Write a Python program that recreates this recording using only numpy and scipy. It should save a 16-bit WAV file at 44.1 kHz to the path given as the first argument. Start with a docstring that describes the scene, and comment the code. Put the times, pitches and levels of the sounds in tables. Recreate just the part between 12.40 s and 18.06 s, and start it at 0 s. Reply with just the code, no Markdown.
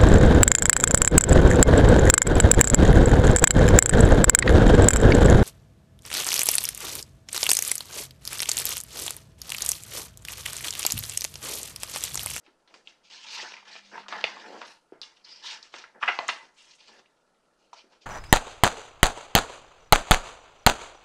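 """Sheets slide and rub as a hardcover book is handled close to a desk microphone in a small, quiet room.
Pages flap over and snap straight; the cover shifts and knocks. A faint hum comes and goes early on.
Rubs and swishes are filtered stick-slip clicks over hiss. Snaps and knocks are impulses with a brief
chatter: a damped ring plus a dry crack. Book resonances and a short room tail colour all but the hum
and the room and microphone hiss."""
import sys
import numpy as np
from scipy import signal
from scipy.fft import rfft, irfft, next_fast_len
from scipy.io import wavfile

SR = 44100
rng = np.random.default_rng(int(sys.argv[2]) if len(sys.argv) > 2 else 0)


def digitize_waveform(pressure):
    """Quantize a signal to 16-bit integers and store it at the path in sys.argv[1].

    Rows of a 2-D input are taken as channels; values are limited to [-1, 1].
    """
    field = np.atleast_2d(pressure).T
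    bounded = np.clip(field, -1, 1)
    quanta = np.round(bounded * 32767).astype(np.int16)
    wavfile.write(sys.argv[1], SR, quanta)


N = 249517
TIME = np.arange(N) / SR

# Spectral shapes: freq_hz, relative_db
FLOOR_SPECTRUM = [(25, -6), (42, -6.5), (60, -18.5), (100, -23.5), (130, -9), (400, -4.5), (540, -2.5),
                  (800, -7.5), (1150, -11.5), (1380, -4.5), (1700, -24.5), (4000, -24), (8200, -23.5),
                  (10500, -28.5), (15500, -53)]  # room and microphone hiss
RUB_SPECTRUM = [(70, -27.5), (105, -40.5), (130, -14), (220, 1), (350, 2), (500, 6.5), (650, -2),
                (850, 1.5), (1300, -36)]  # cover rubbing
FLEX_SPECTRUM = [(400, -16.5), (650, -12.5), (890, 8.5), (1150, 1.5), (1750, 8), (2350, -3.5), (3000, -15),
                 (5000, -35)]  # sheets flexing
SLIDE_SPECTRUM = [(1500, -26), (2200, -2.5), (2800, 2.5), (3600, 0.5), (4700, 1.5), (6200, -4),
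                  (8500, -16.5), (10000, -33.5), (15500, -40.5)]  # paper sliding
# Steady faint background hiss in the rub, flex and slide bands: rub_db, flex_db, slide_db
HISS_FLOOR_LEVELS = [-82.5, -78, -79]
# Short hand moves: start_s, length_s, rub_db, flex_db, slide_db
HAND_MOVES = [ (0.022, 0.0575, -72, -72.5, -66.5), (0.287, 0.0887, -61.5, -61.5, -61),
              (0.443, 0.0576, -70, -74.5, -55), (0.627, 0.054, -83, -76, -58.5),
              (1.244, 0.1385, -65, -53.5, -49), (1.426, 0.1855, -72, -64, -50),
              (1.511, 0.069, -49.5, -40.5, -70), (1.693, 0.127, -52.5, -38, -47),
              (1.91, 0.176, -55.5, -51.5, -52), (2.04, 0.1385, -46, -50, -51.5),
              (2.191, 0.1257, -61, -54, -50.5), (2.75, 0.0197, -76.5, -66, -58.5),
              (2.848, 0.197, -69.5, -62.5, -52), (3.201, 0.0615, -76, -60.5, -54.5),
              (3.317, 0.089, -58, -50.5, -47), (3.539, 0.0219, -55, -51, -75),
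              (3.598, 0.36, -71, -64.5, -46.5), (4.004, 0.038, -61, -54.5, -57.5),
              (4.158, 0.1606, -77, -66, -53), (4.377, 0.112, -78, -67, -53), (4.464, 0.1316, -59, -59, -58),
              (5.182, 0.099, -70.5, -85.5, -70), (5.348, 0.0461, -78.5, -62, -52.5),
              (5.499, 0.0425, -63, -63.5, -61), (5.603, 0.025, -65, -76.5, -54.5)]
# Paper buckling, bumps on the page block: start_s, level_db, ring_hz, crack_re_ring_db, chatter_s
PAPER_SNAPS = [ (0.0638, -46, 2320, 2, 0.0067), (0.077, -50, 323, -1.5, 0.012),
               (0.276, -46, 3220, 2, 0.017), (0.341, -35.5, 5500, 9, 0.0113),
               (0.4734, -29, 2988, -18.5, 0.0036), (0.868, -36.5, 2760, 4.5, 0.004),
               (1.03, -37.5, 466, -6, 0.0056), (1.121, -30, 2150, 7.5, 0.0021),
               (1.1395, -29.5, 2150, -4.5, .006), (1.167, -36.5, 2206, -8, 0.0254),
               (1.354, -31, 2200, 16.5, 0.0057), (1.362, -33, 2646, 3.5, 0.0084),
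               (1.6835, -24.5, 4100, 24, 0.0176), (1.725, -21.5, 1171, 5, 0.0117),
               (1.8125, -24.5, 2970, 8.5, 0.00254), (1.8409, -6, 2337, 2, 0.00259),
               (1.843, -23.5, 651, -8, 0.00227), (2.216, -28, 1020, 10.5, 0.0131),
               (2.5221, -33, 330, -32, 0.0013), (2.5534, -52.5, 353, -23.5, .004),
               (2.6156, -23, 4378, -11, 0.00688), (2.6312, -29, 3520, -11.5, 0.0072),
               (3.2284, -29, 4650, -18, 0.0054), (3.3404, -24.5, 1230, 34.5, 0.0067),
               (3.44, -32, 1410, -5.5, 0.0074), (3.636, -12.5, 1240, -4, 0.0028),
               (3.882, -18, 6850, -34.5, 0.0046), (3.8892, -13, 1150, 2.5, 0.00435),
               (4.659, -50, 2350, -4.5, 0.0073), (5.439, -52, 298, -15.5, 0.019)]
# Settling rustle re its snap or tap: rub_db, flex_db, slide_db
SETTLE_LEVELS = [-37, -29.5, -34]
# Ring pitch that stirs each rustle most: rub_hz, flex_hz, slide_hz
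SETTLE_PITCHES = [300, 1092.4, 4940]
# Page drawn across its neighbour, one curve per draw: time_s, crinkle_db, hiss_db
PAGE_DRAWS = [
    [(0.695, -71, -61.5), (0.701, -53.5, -49), (0.715, -53.5, -46.5), (0.815, -60.5, -48.5),
     (0.963, -47, -36.5), (1.047, -43, -43), (1.081, -51, -43), (1.173, -56, -54.5), (1.25, -70.5, -64)],
    [(3.025, -54.5, -36.5), (3.037, -54.5, -49), (3.057, -51, -40), (3.097, -49, -37.5),
     (3.135, -49.5, -37.5), (3.215, -55, -63.5)],
]
# Page flaps and edge scrapes: peak_s, level_db, length_s, centre_hz, width_hz
PAGE_SWISHES = [ (0.703, -45, .014, 3330, 3020), (0.926, -52, 0.0458, 8800, 5960),
                (0.925, -43, .07, 3700, 3400), (1.315, -44.5, .05, 4420, 880),
                (1.306, -39.5, 0.0345, 2150, 800), (1.664, -46.5, .012, 1020, 933),
                (1.968, -38.5, 0.0146, 1150, 950), (2.223, -39.5, 0.0374, 1100, 995),
                (2.287, -57.5, 0.066, 7500, 6000), (2.848, -47, .014, 4400, 1500),
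                (2.912, -50, .17, 4950, 850), (3.052, -56.5, 0.047, 8920, 7000),
                (3.039, -44, .012, 3980, 2980), (3.063, -33.5, .075, 3850, 1900),
                (3.385, -41, .01, 3340, 3700), (3.618, -28.5, .01, 1050, 675),
                (3.63, -24.5, 0.0135, 1400, 1300), (3.682, -17, 0.0178, 1700, 1404),
                (3.689, -27.5, 0.0367, 1080, 900), (3.879, -48, 0.0042, 8200, 4480),
                (3.892, -28, 0.0234, 1930, 3000), (4.201, -67, 0.252, 6400, 3967),
                (4.545, -71, 0.057, 7020, 6000), (5.335, -47, 0.014, 3960, 3900)]
# Hum envelope: time_s, level_db
HUM_LEVELS = [(0, -110), (1.0, -74), (1.3, -77.5), (1.5, -66), (1.8, -64.5), (2.0, -73.5), (2.25, -100)]
# Taps on the stiff cover: start_s, level_db, crack_re_ring_db
COVER_TAPS = [(1.2276, -46, -3.5), (1.579, -28.5, 1), (3.789, -11, 7), (5.331, -32.5, -8)]
# Room decay: freq_hz, t60_s
ROOM_DECAY = [(150, 0.44), (500, 0.279), (1500, 0.3233), (4000, 0.2685), (8000, 0.37), (15000, 0.51)]
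# Modes of the open book on the desk: centre_hz, width_hz, gain_db
BOOK_MODES = [(663.8, 55, 1), (879, 240, -5.5), (1044, 28, -4), (1219, 17, -7.5), (1350, 29, -8.5),
              (1691, 23, -11), (2014, 22, 0), (2400.6, 100, -6), (2837, 150, -12), (4354, 39, -19)]


def from_db(db):
    """Decibels to gain."""
    return 10 ** (np.asarray(db) / 20)


def rms_one(x):
    """Scale to rms 1."""
    return x / np.sqrt(np.mean(x ** 2) + 1e-20)


def peak_one(x):
    """Scale to peak 1."""
    return x / (np.abs(x).max() + 1e-20)


def in_time(rows):
    """Curve columns, interpolated per sample."""
    time_s, *columns = np.transpose(rows)
    return [np.interp(TIME, time_s, column) for column in columns]


def at_hz(points, hz):
    """Table lookup on a log-frequency axis."""
    freq_hz, value = np.transpose(points)
    return np.interp(np.log(np.maximum(hz, 1)), np.log(freq_hz), value)


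def coloured(x, spectrum):
    """Minimum-phase spectral shaping; rms 1."""
    size = next_fast_len(2 * (N // 2 + 1))
    gain = from_db(at_hz(spectrum, np.fft.rfftfreq(size, 1 / SR)))
    cepstrum = irfft(np.log(gain), size)
    cepstrum[1:size // 2] *= 2
    cepstrum[size // 2 + 1:] = 0
    return rms_one(irfft(rfft(x, size) * np.exp(rfft(cepstrum)), size)[:N])


def butter(x, edges_hz, kind, order):
    """Butterworth filter."""
    return signal.sosfilt(signal.butter(order, edges_hz, kind, fs=SR, output="sos"), x)


def band(x, low_hz, high_hz, order):
    """Band-pass, at least 1 % wide."""
    return butter(x, [min(low_hz, high_hz / 1.01), high_hz], "band", order)


def resonance(x, hz, width_hz, order):
    """Band-pass by geometric centre and width."""
    low_hz = np.hypot(hz, width_hz / 2) - width_hz / 2
    return band(x, low_hz, low_hz + width_hz, order)


def drift(rate_hz):
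    """Gaussian values joined by ramps."""
    steps = rng.standard_normal(N // 20)
    return np.interp(TIME * rate_hz, np.arange(len(steps)), steps)


def noise_floor(level_db=-71):
    """Steady room and microphone hiss."""
    return from_db(level_db) * coloured(rng.standard_normal(N), FLOOR_SPECTRUM)


def friction(slips_per_s, spread_db, hiss_gain, flutter_db):
    """Fibres catch and slip: uneven clicks over hiss, under wavering pressure."""
    sizes = from_db(spread_db * np.minimum(rng.exponential(1, N), 4))
    signs = rng.choice([-1, 1], N)
    slips = rms_one(sizes * signs * (rng.random(N) < slips_per_s / SR))
    return (slips + hiss_gain * rng.standard_normal(N)) * from_db(flutter_db * drift(rate_hz=110))


def bending(x, depth=.55, rate_hz=32, relative_width=0.0843):
    """Resonances of a bending sheet come and go; rms 1."""
    modes_hz = np.geomspace(350, 7500, 22)
    modes = sum(drift(rate_hz) * resonance(x, hz, relative_width * hz, order=1) for hz in modes_hz)
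    return rms_one(x + depth * modes)


def hand_moves(attack_s=.024, release_s=0.0306, sag_db_per_s=5):
    """Hand pressure builds, sags, lets go. Returns rub, flex, slide power."""
    power = np.zeros((3, N))
    for start_s, length_s, *levels_db in HAND_MOVES:
        t = np.maximum(TIME - start_s, 0)
        pressure = np.minimum(t / attack_s, 1) * from_db(-sag_db_per_s * t)
        release = np.exp(-np.maximum(t - length_s, 0) / release_s)
        power += np.outer(from_db(levels_db), pressure * release) ** 2
    return power


def handling():
    """The cover rubs dully; sheets crinkle as they flex and hiss as they slide."""
    power = hand_moves() + settling() + page_draws() + from_db(HISS_FLOOR_LEVELS)[:, None] ** 2
    rub_gain, flex_gain, slide_gain = np.sqrt(power)
    rub = friction(slips_per_s=900, spread_db=3.5, hiss_gain=.8, flutter_db=1.24)
    flex = bending(friction(slips_per_s=2700, spread_db=1.5, hiss_gain=1.0, flutter_db=3.03))
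    slide = bending(friction(slips_per_s=5800, spread_db=3.5, hiss_gain=.9, flutter_db=2.5))
    return (rub_gain * coloured(rub, RUB_SPECTRUM)
            + flex_gain * coloured(flex, FLEX_SPECTRUM)
            + slide_gain * coloured(slide, SLIDE_SPECTRUM))


def contacts(tap_hz=941, tap_width_hz=254.5, tap_top_hz=4340, tap_chatter_s=.003):
    """Taps and snaps as rows: start_s, level_db, ring_hz, width_hz, crack_db, top_hz, chatter_s."""
    rows = [(start_s, level_db, tap_hz, tap_width_hz, crack_db, tap_top_hz, tap_chatter_s)
            for start_s, level_db, crack_db in COVER_TAPS]
    for start_s, level_db, ring_hz, crack_db, chatter_s in PAPER_SNAPS:
        # A smaller, stiffer patch rings higher and wider and cracks brighter.
        width_hz = 430.5 * (ring_hz / 1000) ** 0.76
        top_hz = 3670 * (ring_hz / 1000) ** 0.414
        rows.append((start_s, level_db, ring_hz, width_hz, crack_db, top_hz, chatter_s))
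    return rows


def impact(ring_hz, width_hz, crack_db, top_hz, chatter_s, chatter_db=-19, crack_low_hz=330):
    """A sheet buckles or the cover is tapped: ring plus dry crack. Returns direct sound, room send."""
    t = TIME[:SR // 12]
    push = from_db(chatter_db) * rng.standard_normal(len(t)) * np.exp(-t / chatter_s) + 1e-18
    push[0] += 1
    ring = peak_one(resonance(push, ring_hz, width_hz, order=2))
    crack = band(push, crack_low_hz, top_hz, order=2)
    crack = peak_one(butter(crack, top_hz, "low", order=5))
    direct = peak_one(ring + from_db(crack_db) * crack)
    # Colour varies with direction: the room gets a broader band at equal power.
    broad = resonance(push, ring_hz, width_hz + 0.44 * ring_hz, order=1)
    send = rms_one(butter(broad, top_hz, "low", order=5)) * direct.std()
    return np.array([direct, send])


def snaps_and_taps():
    """One impact per contact. 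Returns direct sound, room send."""
    out = np.zeros((2, N + SR))
    for start_s, level_db, *shape in contacts():
        sound, start = impact(*shape), round(start_s * SR)
        out[:, start:start + sound.shape[1]] += from_db(level_db) * sound
    return out[:, :N]


def settling(rise_s=0.0041, fall_s=0.074, loss_db_per_octave=2.5):
    """Sheets come to rest after each contact. Returns rub, flex, slide power."""
    power, t = np.zeros((3, N + SR)), TIME[:SR]
    fade = np.minimum(t / rise_s, 1) * np.exp(-t / fall_s)
    for start_s, level_db, ring_hz, *_ in contacts():
        octaves = np.abs(np.log2(ring_hz / np.array(SETTLE_PITCHES)))
        gains = from_db(level_db + np.array(SETTLE_LEVELS) - loss_db_per_octave * octaves)
        start = round(start_s * SR)
        power[:, start:start + SR] += np.outer(gains, fade) ** 2
    return power[:, :N]


def page_draws(edge_s=0.014, rub_trim_db=-13.5, flex_trim_db=1, slide_trim_db=0.5):
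    """A page catches, drags the cover along, comes free. Returns rub, flex, slide power."""
    power = np.zeros((3, N))
    for curve in PAGE_DRAWS:
        crinkle_db, hiss_db = in_time(curve)
        start_s, end_s = curve[0][0], curve[-1][0]
        gate = np.clip(np.minimum(TIME - start_s, end_s - TIME) / edge_s, 0, 1)
        levels_db = [crinkle_db + rub_trim_db, crinkle_db + flex_trim_db, hiss_db + slide_trim_db]
        power += (gate * from_db(levels_db)) ** 2
    return power


def page_swishes(rise_share=0.302, skirt_db=-12):
    """A page drags over its neighbours: dense slips swell and die in a band set by the free sheet."""
    out = np.zeros(N)
    slips = bending(friction(slips_per_s=5500, spread_db=3.5, hiss_gain=0.73, flutter_db=6.5))
    for peak_s, level_db, length_s, centre_hz, width_hz in PAGE_SWISHES:
        slope_s = length_s * np.where(TIME < peak_s, rise_share, 1 - rise_share)
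        swell = np.exp(-((TIME - peak_s) / slope_s) ** 2)
        core = rms_one(resonance(slips, centre_hz, width_hz, order=3))
        skirt = rms_one(band(slips, centre_hz / 4, centre_hz + width_hz, order=4))
        out += from_db(level_db) * swell * (core + from_db(skirt_db) * skirt)
    return out


def hum(pitch_hz=201):
    """A faint low sine swells and fades."""
    level_db, = in_time(HUM_LEVELS)
    return from_db(level_db) * np.sqrt(2) * np.sin(2 * np.pi * pitch_hz * TIME)


def room(x, first_echo_s=0.0045, build_s=0.0011):
    """Walls and furniture return a dense tail: decaying noise bands, unit energy."""
    t, edges_hz = TIME[:SR * 2 // 3], np.geomspace(110, 16000, 9)
    tail = np.zeros(len(t))
    for low_hz, high_hz in zip(edges_hz, edges_hz[1:]):
        t60_s = at_hz(ROOM_DECAY, np.sqrt(low_hz * high_hz))
        tail += band(rng.standard_normal(len(t)), low_hz, high_hz, order=3) * from_db(-60 * t / t60_s)
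    tail *= 1 - np.exp(-np.maximum(t - first_echo_s, 0) / build_s)
    return signal.fftconvolve(x, tail / np.sqrt(np.sum(tail ** 2)))[:N]


def book_body(x, trim_db=-2):
    """Covers and page block add their resonances."""
    modes = sum(from_db(db) * resonance(x, hz, width_hz, order=1) for hz, width_hz, db in BOOK_MODES)
    return from_db(trim_db) * (x + modes)


def microphone(x, bass_hz=120, treble_hz=8500):
    """Small microphone: steep bass cut, gentle treble roll-off."""
    return butter(butter(x, bass_hz, "high", order=9), treble_hz, "low", order=2)


def scene(rustle_db=-1, rustle_send_db=-12, snap_send_db=-8, swish_send_db=-6.5):
    """Book and room at the microphone, plus hum and hiss; mono."""
    rustle = from_db(rustle_db) * handling()
    swishes = page_swishes()
    snaps, snap_send = snaps_and_taps()
    echo = room(from_db(rustle_send_db) * rustle + from_db(snap_send_db) * snap_send
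                + from_db(swish_send_db) * swishes)
    book = book_body(rustle + snaps + swishes + echo)
    return (microphone(book) + hum() + noise_floor())[None]


def record(dry, cutoff_hz=15730):
    """Steep elliptic low-pass."""
    return signal.sosfilt(signal.ellip(10, .1, 80, cutoff_hz, fs=SR, output="sos"), dry)


dry = scene()
out = record(dry)
digitize_waveform(out)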